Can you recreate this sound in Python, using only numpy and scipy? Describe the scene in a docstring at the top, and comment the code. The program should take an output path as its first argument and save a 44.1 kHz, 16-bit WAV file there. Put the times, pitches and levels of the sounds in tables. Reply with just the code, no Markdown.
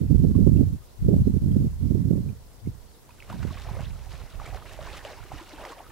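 """Gusts buffet a stereo microphone on a lake, rumbling hardest on its right port.
After three seconds, close by and a little to the right, a hooked fish thrashes at the surface and an
angler, thigh-deep, wades round to net it: gulps of trapped air, clouds of ringing bubbles, falling spray.
Far off, small birds call faintly over the breeze in the trees of the shore."""
import sys
import numpy as np
from scipy import signal
from scipy.io import wavfile
from scipy.ndimage import uniform_filter1d

SR = 44100
rng = np.random.default_rng(int(sys.argv[2]) if len(sys.argv) > 2 else 0)


def file_out(sig):
    """Save sig as 16-bit WAV at sys.argv[1]."""
    # one column per channel
    cols = np.atleast_2d(sig).T
    # limit, then scale
    lim = np.clip(cols, -1, 1)
    pcm = np.round(lim * 32767).astype(np.int16)
    wavfile.write(sys.argv[1], SR, pcm)


N = 260631
TIME = np.arange(N) / SR

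# Spectrum of the bubble cloud. Each row: frequency in Hz, relative level in dB per Hz.
CLOUD_SPECTRUM = [(140, -56), (250, -9), (400, -5), (600, -1.5), (850, -3.5), (1300, -8), (2200, -15),
                  (3200, -21.5), (5000, -30.5)]


def wind():
    """Wind on the microphone: each port rumbles by itself, higher in a gust; hard gusts also hiss."""
    # Gusts. Each row: arrival, hold and fall in seconds, right and left level in dB, rumble pitch in Hz.
    gusts = [(0.013, 0.032, 0.02, -19, -29.5, 96), (0.117, 0.069, 0.013, -11, -28, 77.7),
             (0.218, 0.084, 0.017, -14.5, -24, 95.6), (0.362, 0.24, 0.058, -12, -26.5, 91.3),
             (0.723, .01, 0.021, -22.5, -44.5, 75), (1.042, 0.018, 0.01, -17.5, -24, 65.5),
             (1.082, 0.073, 0.019, -15, -25, 114), (1.206, 0.014, 0.0079, -14, -18, 81),
             (1.268, 0.029, 0.011, -16, -26, 87), (1.354, 0.0052, 0.017, -13.5, -31, 104),
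             (1.44, 0.22, 0.016, -17.5, -25, 91), (1.833, 0.15, 0.047, -18, -34.5, 87.7),
             (2.049, .11, 0.046, -19, -30, 102), (2.265, 0.017, 0.029, -24.5, -38.5, 91),
             (2.677, 0.0083, .012, -26, -32, 79), (3.325, 0.018, 0.023, -32, -40, 94),
             (3.403, 0.059, 0.05, -26, -40.5, 74.6), (3.68, 0.25, 0.026, -29.5, -40, 51.4),
             (4.003, 0.25, 0.011, -34.5, -48, 40.3), (4.357, 0.0099, 0.056, -30.5, -47, 38),
             (4.511, 0.022, 0.029, -29, -48, 46.3), (4.796, 0.046, 0.11, -37.5, -53, 43.5),
             (5.199, 0.026, .025, -37.5, -62, 41.6), (5.325, 0.046, 0.015, -36, -60, 43.2),
             (5.584, 0.033, 0.024, -43.5, -53, 48)]
    # Light breeze between gusts. Each row: time in seconds, right and left level in dB.
    breeze = [(0, -42, -45), (.9, -50.5, -55), (1.2, -36, -43), (1.75, -28, -34.5), (2.3, -35.5, -47),
              (2.57, -54, -48), (2.75, -38, -53), (3.0, -54.5, -57), (3.2, -47, -54), (3.55, -34, -50),
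              (4.3, -50, -58), (4.7, -39.5, -55), (5.8, -54.5, -54), (5.91, -45, -54)]
    # Eddies slapping the right port. Each row: time in seconds, surge of air speed in relative dB.
    eddies = [(0.107, 8.5), (0.242, 10.5), (0.363, 1.5), (0.472, 10), (0.591, 5.5), (1.093, 7.5),
              (1.137, 8), (1.17, 8.5), (1.278, 6.5), (1.563, 10.5), (1.916, 8), (1.954, 6), (2.111, 8),
              (2.128, 10), (2.675, 14), (3.452, 13)]
    attack_s, eddy_s, breeze_hz = 0.018, 0.0071, 43
    slower = 1.84  # on the sheltered left port a gust builds and dies more slowly
    *_, right_peaks_db, left_peaks_db, pitches_hz = np.transpose(gusts)
    windward = [swell(s, hold, attack_s, fall) ** 2 for s, hold, fall, *_ in gusts]
    lee = [swell(s, hold, slower * attack_s, slower * fall) ** 2 for s, hold, fall, *_ in gusts]
    right_breeze_db, left_breeze_db = in_time(breeze)
    right_db = sum_db(right_breeze_db, right_peaks_db, windward)
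    left_db = sum_db(left_breeze_db, left_peaks_db, lee)
    pull = np.array(windward) ** 0.35  # the pitch sinks more slowly than the gust's power
    right_hz = breeze_hz + (pitches_hz - breeze_hz) @ pull / np.maximum(pull.sum(axis=0), 1)
    left_hz = np.interp(left_db, [-48, -22], [46, 70])
    surge_db = sum(db * np.exp(-((TIME - s) / eddy_s) ** 2) for s, db in eddies)
    left = port_rumble(left_db + 0.5, left_hz, lumpy_db=0, octaves_per_lump=0.27)
    right = port_rumble(right_db - 0.5 + .5 * surge_db, right_hz * 2 ** (surge_db / 22),
                        lumpy_db=3.0, octaves_per_lump=0.073)
    # eddies smaller than the port cancel across it
    ports = band(np.array([left, right]), 21.6, 780, order=3)
    force = np.sqrt(uniform_filter1d(ports ** 2, size=160) + 1e-12)
    hiss = band(rng.standard_normal((2, N)), 680, SR / 2)
    return ports + from_db(-46) * force ** 0.62 * rms_one(hiss)


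def port_rumble(level_db, pitch_hz, lumpy_db, octaves_per_lump):
    """Turbulence on one port: faster air makes smaller eddies and a higher rumble."""
    # Spectrum of the turbulence. Each row: multiple of the rumble's pitch, relative level in dB per Hz.
    turbulence = [(.22, -41), (.5, -2.5), (1, 5.5), (1.8, 1.5), (3.1, -6.5), (4.4, -20.5), (6.7, -36),
                  (10, -71), (18, -87)]
    # each lump of fast air brightens the rumble and, by lumpy_db, swells it
    lumps = np.clip(drift(37.6), -2, 2)
    pitch_hz = pitch_hz * 2 ** (octaves_per_lump * (lumps - 1))
    rumble, edges_hz = 0, 18 * 2 ** np.arange(0, 6.6, .5)
    white = rng.standard_normal((2, N))
    for k, (low, high) in enumerate(zip(edges_hz, edges_hz[1:])):
        gain = from_db(at_hz(turbulence, np.sqrt(low * high) / pitch_hz))
        rumble = rumble + gain * band(white[k % 2], low, high, order=3)
    rumble = rumble * from_db(lumpy_db * lumps)
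    running_rms = np.sqrt(uniform_filter1d(rumble ** 2, size=1700) + 1e-20)
    return from_db(level_db) * rumble / running_rms


def water():
    """Churned water close by: ringing bubbles over a soft wash, with spray falling back."""
    # Spectrum of the spray. Each row: frequency in Hz, relative level in dB per Hz.
    spray_spectrum = [(900, 9.5), (2000, 10), (3200, 7), (5500, 0.5), (8000, -15), (12000, -9),
                      (16000, -41)]
    # Stereo image of the water. Each row: frequency in Hz, left-right correlation.
    likeness = [(300, 1), (1400, 1), (3000, 0.71), (7000, 0.57), (15000, 0.31)]
    bubbles_db, spray_db = churning()
    stirred = np.interp(TIME, [3.05, 3.26], [0, 1])
    cloud = from_db(bubbles_db - 4.0) * bubble_cloud(count=4400, spread_db=3.5, cycles=39.0, rise=0.096)
    wash = from_db(bubbles_db - 6.0) * banded_noise(CLOUD_SPECTRUM, likeness, patchy_db=6.5)
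    mist_db = spray_db + 0.5 + 0.79 * drift(65)
    mist = from_db(mist_db) * banded_noise(spray_spectrum, likeness, patchy_db=4.0)
    splashing = stirred * (cloud + falling_spray(spray_db)) + plops(splat_s=0.0036, rise=0.015)
    at_microphone = over_water(splashing, scatter_db=-15, scatter_s=0.027)
    return (at_microphone + stirred * (wash + mist)) * from_db([[-.6], [.6]])


def churning():
    """Levels in dB of bubbles and of spray: each splash flares up, holds and settles."""
    # Thrashes of the fish, strides and sweeps of the net.
    # Each row: start and hold in seconds, relative levels of bubbles and of spray in dB.
    splashes = [(3.303, 0.027, -46.5, -58.5), (3.415, .03, -50.5, -58), (3.51, 0.019, -52, -64),
                (3.6, 0.012, -64, -51), (3.662, 0.14, -46.5, -67), (3.803, 0.027, -58, -54.5),
                (4.12, 0.018, -56, -50.5), (4.19, 0.016, -59, -53), (4.405, 0.012, -46, -58),
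                (4.458, 0.023, -43.5, -54), (4.54, 0.013, -44, -60), (4.67, 0.059, -51.5, -50.5),
                (4.82, 0.017, -47.5, -57), (4.859, 0.12, -46, -50), (5.049, 0.054, -44.5, -52.5),
                (5.144, .04, -51, -67), (5.333, 0.031, -51, -53), (5.395, 0.007, -46, -60),
                (5.51, 0.055, -50, -60), (5.597, 0.11, -41.5, -53), (5.785, 0.022, -47, -72),
                (5.897, .02, -48.5, -74)]
    # Slosh between splashes. Each row: time in seconds, relative levels of bubbles and of spray in dB.
    slosh = [(3.22, -66, -60), (3.5, -51, -54), (4.05, -58, -57.5), (4.9, -50.5, -58.5),
             (5.45, -56.5, -55.5), (5.91, -56, -65)]
    slosh_db, drizzle_db = in_time(slosh)
    *_, bubbles_db, spray_db = np.transpose(splashes)
    boils = [swell(s, hold, attack_s=0.0092, release_s=0.018) for s, hold, *_ in splashes]
    showers = [swell(s, hold, attack_s=0.0092, release_s=0.021) for s, hold, *_ in splashes]
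    return sum_db(slosh_db, bubbles_db, boils), sum_db(drizzle_db, spray_db, showers)


def plops(splat_s, rise):
    """Water slaps shut with a brief splat and the trapped air rings."""
    # Drips and gulps. Each row: start in seconds, relative level in dB, pitch in Hz, weight of the splat.
    gulps = [(.349, -47.5, 1090, 0.27), (.569, -52, 2700, .4), (.82, -58, 1237, .1), (1.518, -53, 3220, .3),
             (2.290, -53, 2430, .2), (2.66, -57, 2150, .2), (3.091, -49.5, 970, 0.98),
             (3.106, -50.5, 2500, 1), (3.203, -35.5, 2580, 0.11), (3.224, -36.5, 2210, .22),
             (3.3, -36, 657, 0.19), (3.3, -28, 1230, 0.085), (3.327, -34, 970, 0.49),
             (3.429, -35, 1430, 0.79), (3.507, -38, 1100, .26), (3.572, -36, 1140, .26),
             (3.665, -34.5, 680, 0.28), (3.689, -35, 850, .28), (3.767, -32, 533, .08),
             (4.342, -45, 643, .1), (4.399, -29.5, 1170, 0.17), (4.414, -35, 800, .16),
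             (4.545, -34, 730, 0.59), (4.623, -39, 1220, 0.21), (4.790, -24.5, 620, .03),
             (4.827, -38.5, 665, 0.88), (4.872, -31.5, 1060, 0.13), (5.050, -31, 577, 0.58),
             (5.05, -28, 2900, 0.091), (5.187, -42, 940, 0.13), (5.229, -43, 1400, .2),
             (5.318, -24, 786, .04), (5.339, -36.5, 300, 0.34), (5.399, -39, 970, 0.3),
             (5.411, -39, 332, .2), (5.533, -38, 304, .05), (5.651, -32.5, 1930, 0.73),
             (5.719, -35, 1090, 0.18), (5.73, -37, 1100, .32), (5.781, -42, 683, .4),
             (5.865, -44, 1260, .1)]
    reference_db, reference_cycles, doubling_db = -29.5, 17.5, 11.5  # gentler plops ring more cycles
    out, t = np.zeros(N), TIME[:SR // 20]
    for s, level_db, hz, splat in gulps:
        cycles = reference_cycles * 2 ** ((reference_db - level_db) / doubling_db)
        slap = rms_one(band(rng.standard_normal(len(t)), 700, 2200, order=1)) * np.exp(-t / splat_s)
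        add(out, s, from_db(level_db + 2.5) * bubble(hz, cycles, rise))
        add(out, s, from_db(level_db - 3.0) * splat * slap)
    return out


def bubble_cloud(count, spread_db, cycles, rise):
    """Many bubbles of all sizes, a few much louder than the rest; steady unit level."""
    out = np.zeros(N)
    for when, smallness, loudness, ring in rng.random((count, 4)):
        hz = 280 * 16 ** smallness
        boost_db = spread_db * min(-np.log(1 - loudness), 4)
        level_db = at_hz(CLOUD_SPECTRUM, hz) + 20 * np.log10(hz) + boost_db
        add(out, when * N / SR, from_db(level_db) * bubble(hz, cycles * (.5 + ring), rise))
    return out / np.sqrt(np.abs(uniform_filter1d(out ** 2, size=4000)) + 1e-9)


def bubble(hz, cycles, rise):
    """A pocket of air rings out in some cycles, its pitch rising as it nears the surface."""
    life_s = cycles / hz
    t = np.arange(int(life_s * SR) + 2) / SR
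    phase = 2 * np.pi * hz * t * (1 + rise * t / (2 * life_s))
    onset = 1 - np.exp(-1.3 * hz * t)
    return np.sin(phase) * 1e-3 ** (t / life_s) * onset


def falling_spray(spray_db):
    """Drops patter on the lake, and sheets of flung water land in bright bursts."""
    # Sheets of water landing. Each row: middle in seconds, relative level in dB, length in seconds.
    sheets = [(3.473, -52, .012), (4.303, -52, .008), (4.462, -49.5, 0.024), (4.563, -51, .011),
              (4.734, -50, .013), (4.975, -47.5, .036), (5.384, -51, .012), (5.494, -49.5, .0096),
              (5.644, -62, .012), (5.723, -53, .012)]
    landings = rng.random(N) < 700 / SR  # about 700 drops a second
    drop_db = 4.1 * np.minimum(rng.exponential(1, N), 4)
    drops = landings * from_db(drop_db) * rng.choice([-1, 1], N)
    patter = from_db(spray_db - 8.5) * rms_one(band(drops, 2500, 8400))
    for s, level_db, length_s in sheets:
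        hump = np.hanning(int(length_s * SR))
        burst = rms_one(band(rng.standard_normal(len(hump)), 2100, 5900, order=1))
        add(patter, s - length_s / 2, from_db(level_db) * hump * burst)
    return patter


def over_water(x, scatter_db, scatter_s):
    """Sound from a little to the right; ripples scatter a short, different tail to each side."""
    t = TIME[:SR // 5]
    tail = band(rng.standard_normal((2, len(t))), 450, 6000, order=1) * np.exp(-t / scatter_s)
    tail = tail / np.sqrt(np.sum(tail ** 2, axis=1, keepdims=True))
    late_left = np.interp(np.arange(N) - .8, np.arange(N), x)
    scattered = signal.fftconvolve([x], tail, axes=1)[:, :N]
    return np.array([late_left, x]) + from_db(scatter_db) * scattered


def birds():
    """Thin gliding whistles from the far shore, blurred by the trees."""
    # Calls. Each row: start and length in seconds, first and last pitch in Hz, relative level in dB.
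    calls = [(0.26, 0.038, 5040, 3660, -71), (0.876, 0.035, 4300, 3900, -72),
             (1.232, 0.028, 4600, 3930, -71), (1.863, 0.03, 5600, 4920, -75),
             (2.182, 0.058, 4660, 3980, -72), (2.514, 0.04, 5300, 5400, -73),
             (2.87, 0.043, 4300, 4680, -69), (2.924, 0.036, 4300, 3500, -70)]
    out = np.zeros(N)
    for s, length_s, start_hz, end_hz, level_db in calls:
        glide_hz = np.geomspace(start_hz, end_hz, int(length_s * SR))
        hz = glide_hz * (1 + 0.0385 * drift(154)[:len(glide_hz)])
        add(out, s, from_db(level_db) * np.hanning(len(hz)) * np.sin(2 * np.pi * np.cumsum(hz) / SR))
    return from_db(4.5) * over_water(out, scatter_db=1.0, scatter_s=0.043)


def lake_air():
    """Breeze in the far trees and the microphone's own hiss."""
    # Spectrum of the background. Each row: frequency in Hz, relative level in dB per Hz.
    spectrum = [(88, -43), (150, -37), (217, -7.5), (366, -8.5), (471, -6), (695, -15), (912, -12),
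                (985, -27), (1270, -17), (2450, -24), (4220, -21), (15500, -26)]
    # Its wide stereo image. Each row: frequency in Hz, left-right correlation.
    likeness = [(150, 0.52), (600, 0.24), (1500, 0.28), (3000, 0.12), (7000, .03)]
    return from_db(-56) * banded_noise(spectrum, likeness, patchy_db=1.2)


def banded_noise(spectrum, likeness, patchy_db):
    """Half-octave bands of stereo noise, each with its own level, flicker and likeness; rms 1."""
    out, edges_hz = 0, 130 * 2 ** np.arange(0, 7.1, .5)
    white = rng.standard_normal((2, 2, N))
    for k, (low, high) in enumerate(zip(edges_hz, edges_hz[1:])):
        mid, side = band(white[k % 2], low, high)
        hz = np.sqrt(low * high)
        alike = np.clip(at_hz(likeness, hz), -1, 1)
        gain = from_db(at_hz(spectrum, hz) + patchy_db * drift(34.0))
        out = out + gain * (np.sqrt(1 + alike) * mid + np.sqrt(1 - alike) * side * [[1], [-1]])
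    return rms_one(out)


def swell(s, hold_s, attack_s, release_s):
    """An envelope of height 1: a bell-shaped rise up to s, a hold, a bell-shaped fall."""
    outside = np.maximum((s - TIME) / attack_s, 0) + np.maximum((TIME - s - hold_s) / release_s, 0)
    return np.exp(-.5 * np.minimum(outside, 20) ** 2)


def sum_db(steady_db, levels_db, powers):
    """Level of a steady flow with swells of power on top."""
    swells = sum(from_db(db) ** 2 * power for db, power in zip(levels_db, powers))
    return 10 * np.log10(from_db(steady_db) ** 2 + swells)


def drift(rate_hz):
    """A smooth random wander of rms 1, mostly slower than rate_hz."""
    step = 40  # samples between points
    pole = np.exp(-2 * np.pi * rate_hz * step / SR)
    white = rng.standard_normal(N // step + 2002)
    slow = signal.lfilter([1], [1, -2 * pole, pole * pole], white)[2000:]
    return np.interp(np.arange(N) / step, np.arange(len(slow)), rms_one(slow))


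def band(x, low_hz, high_hz, order=2):
    """Butterworth band-pass."""
    sos = signal.butter(order, [low_hz, min(high_hz, .48 * SR)], "band", fs=SR, output="sos")
    return signal.sosfilt(sos, x + 1e-18)


def in_time(rows):
    """Each column of a curve table at every sample."""
    s, *columns = np.transpose(rows)
    return [np.interp(TIME, s, column) for column in columns]


def at_hz(points, hz):
    """Read a spectrum on a log-frequency axis."""
    frequencies, values = np.transpose(points)
    return np.interp(np.log(hz), np.log(frequencies), values)


def add(track, s, sound):
    """Mix a sound into a track at time s."""
    at = int(np.clip(s * SR, 0, N - 1))
    track[at:at + len(sound)] += sound[:N - at]


def from_db(db):
    """Decibels to gain."""
    return 10 ** (np.asarray(db) / 20)


def rms_one(x):
    """Scale to unit rms."""
    return x / np.sqrt(np.mean(x ** 2) + 1e-20)


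def scene():
    """Wind on the microphone, water close by and far birds, over the quiet air of the lake."""
    air = lake_air()
    return wind() + water() + birds() + air


def record(dry):
    """The recorder rounds off the strongest gusts and cuts the highest treble."""
    ceiling, cutoff_hz = .95, 15750
    rounded = dry / (1 + (dry / ceiling) ** 4) ** .25
    return signal.sosfilt(signal.ellip(12, .1, 80, cutoff_hz, fs=SR, output="sos"), rounded)


dry = scene()
out = record(dry)
file_out(out)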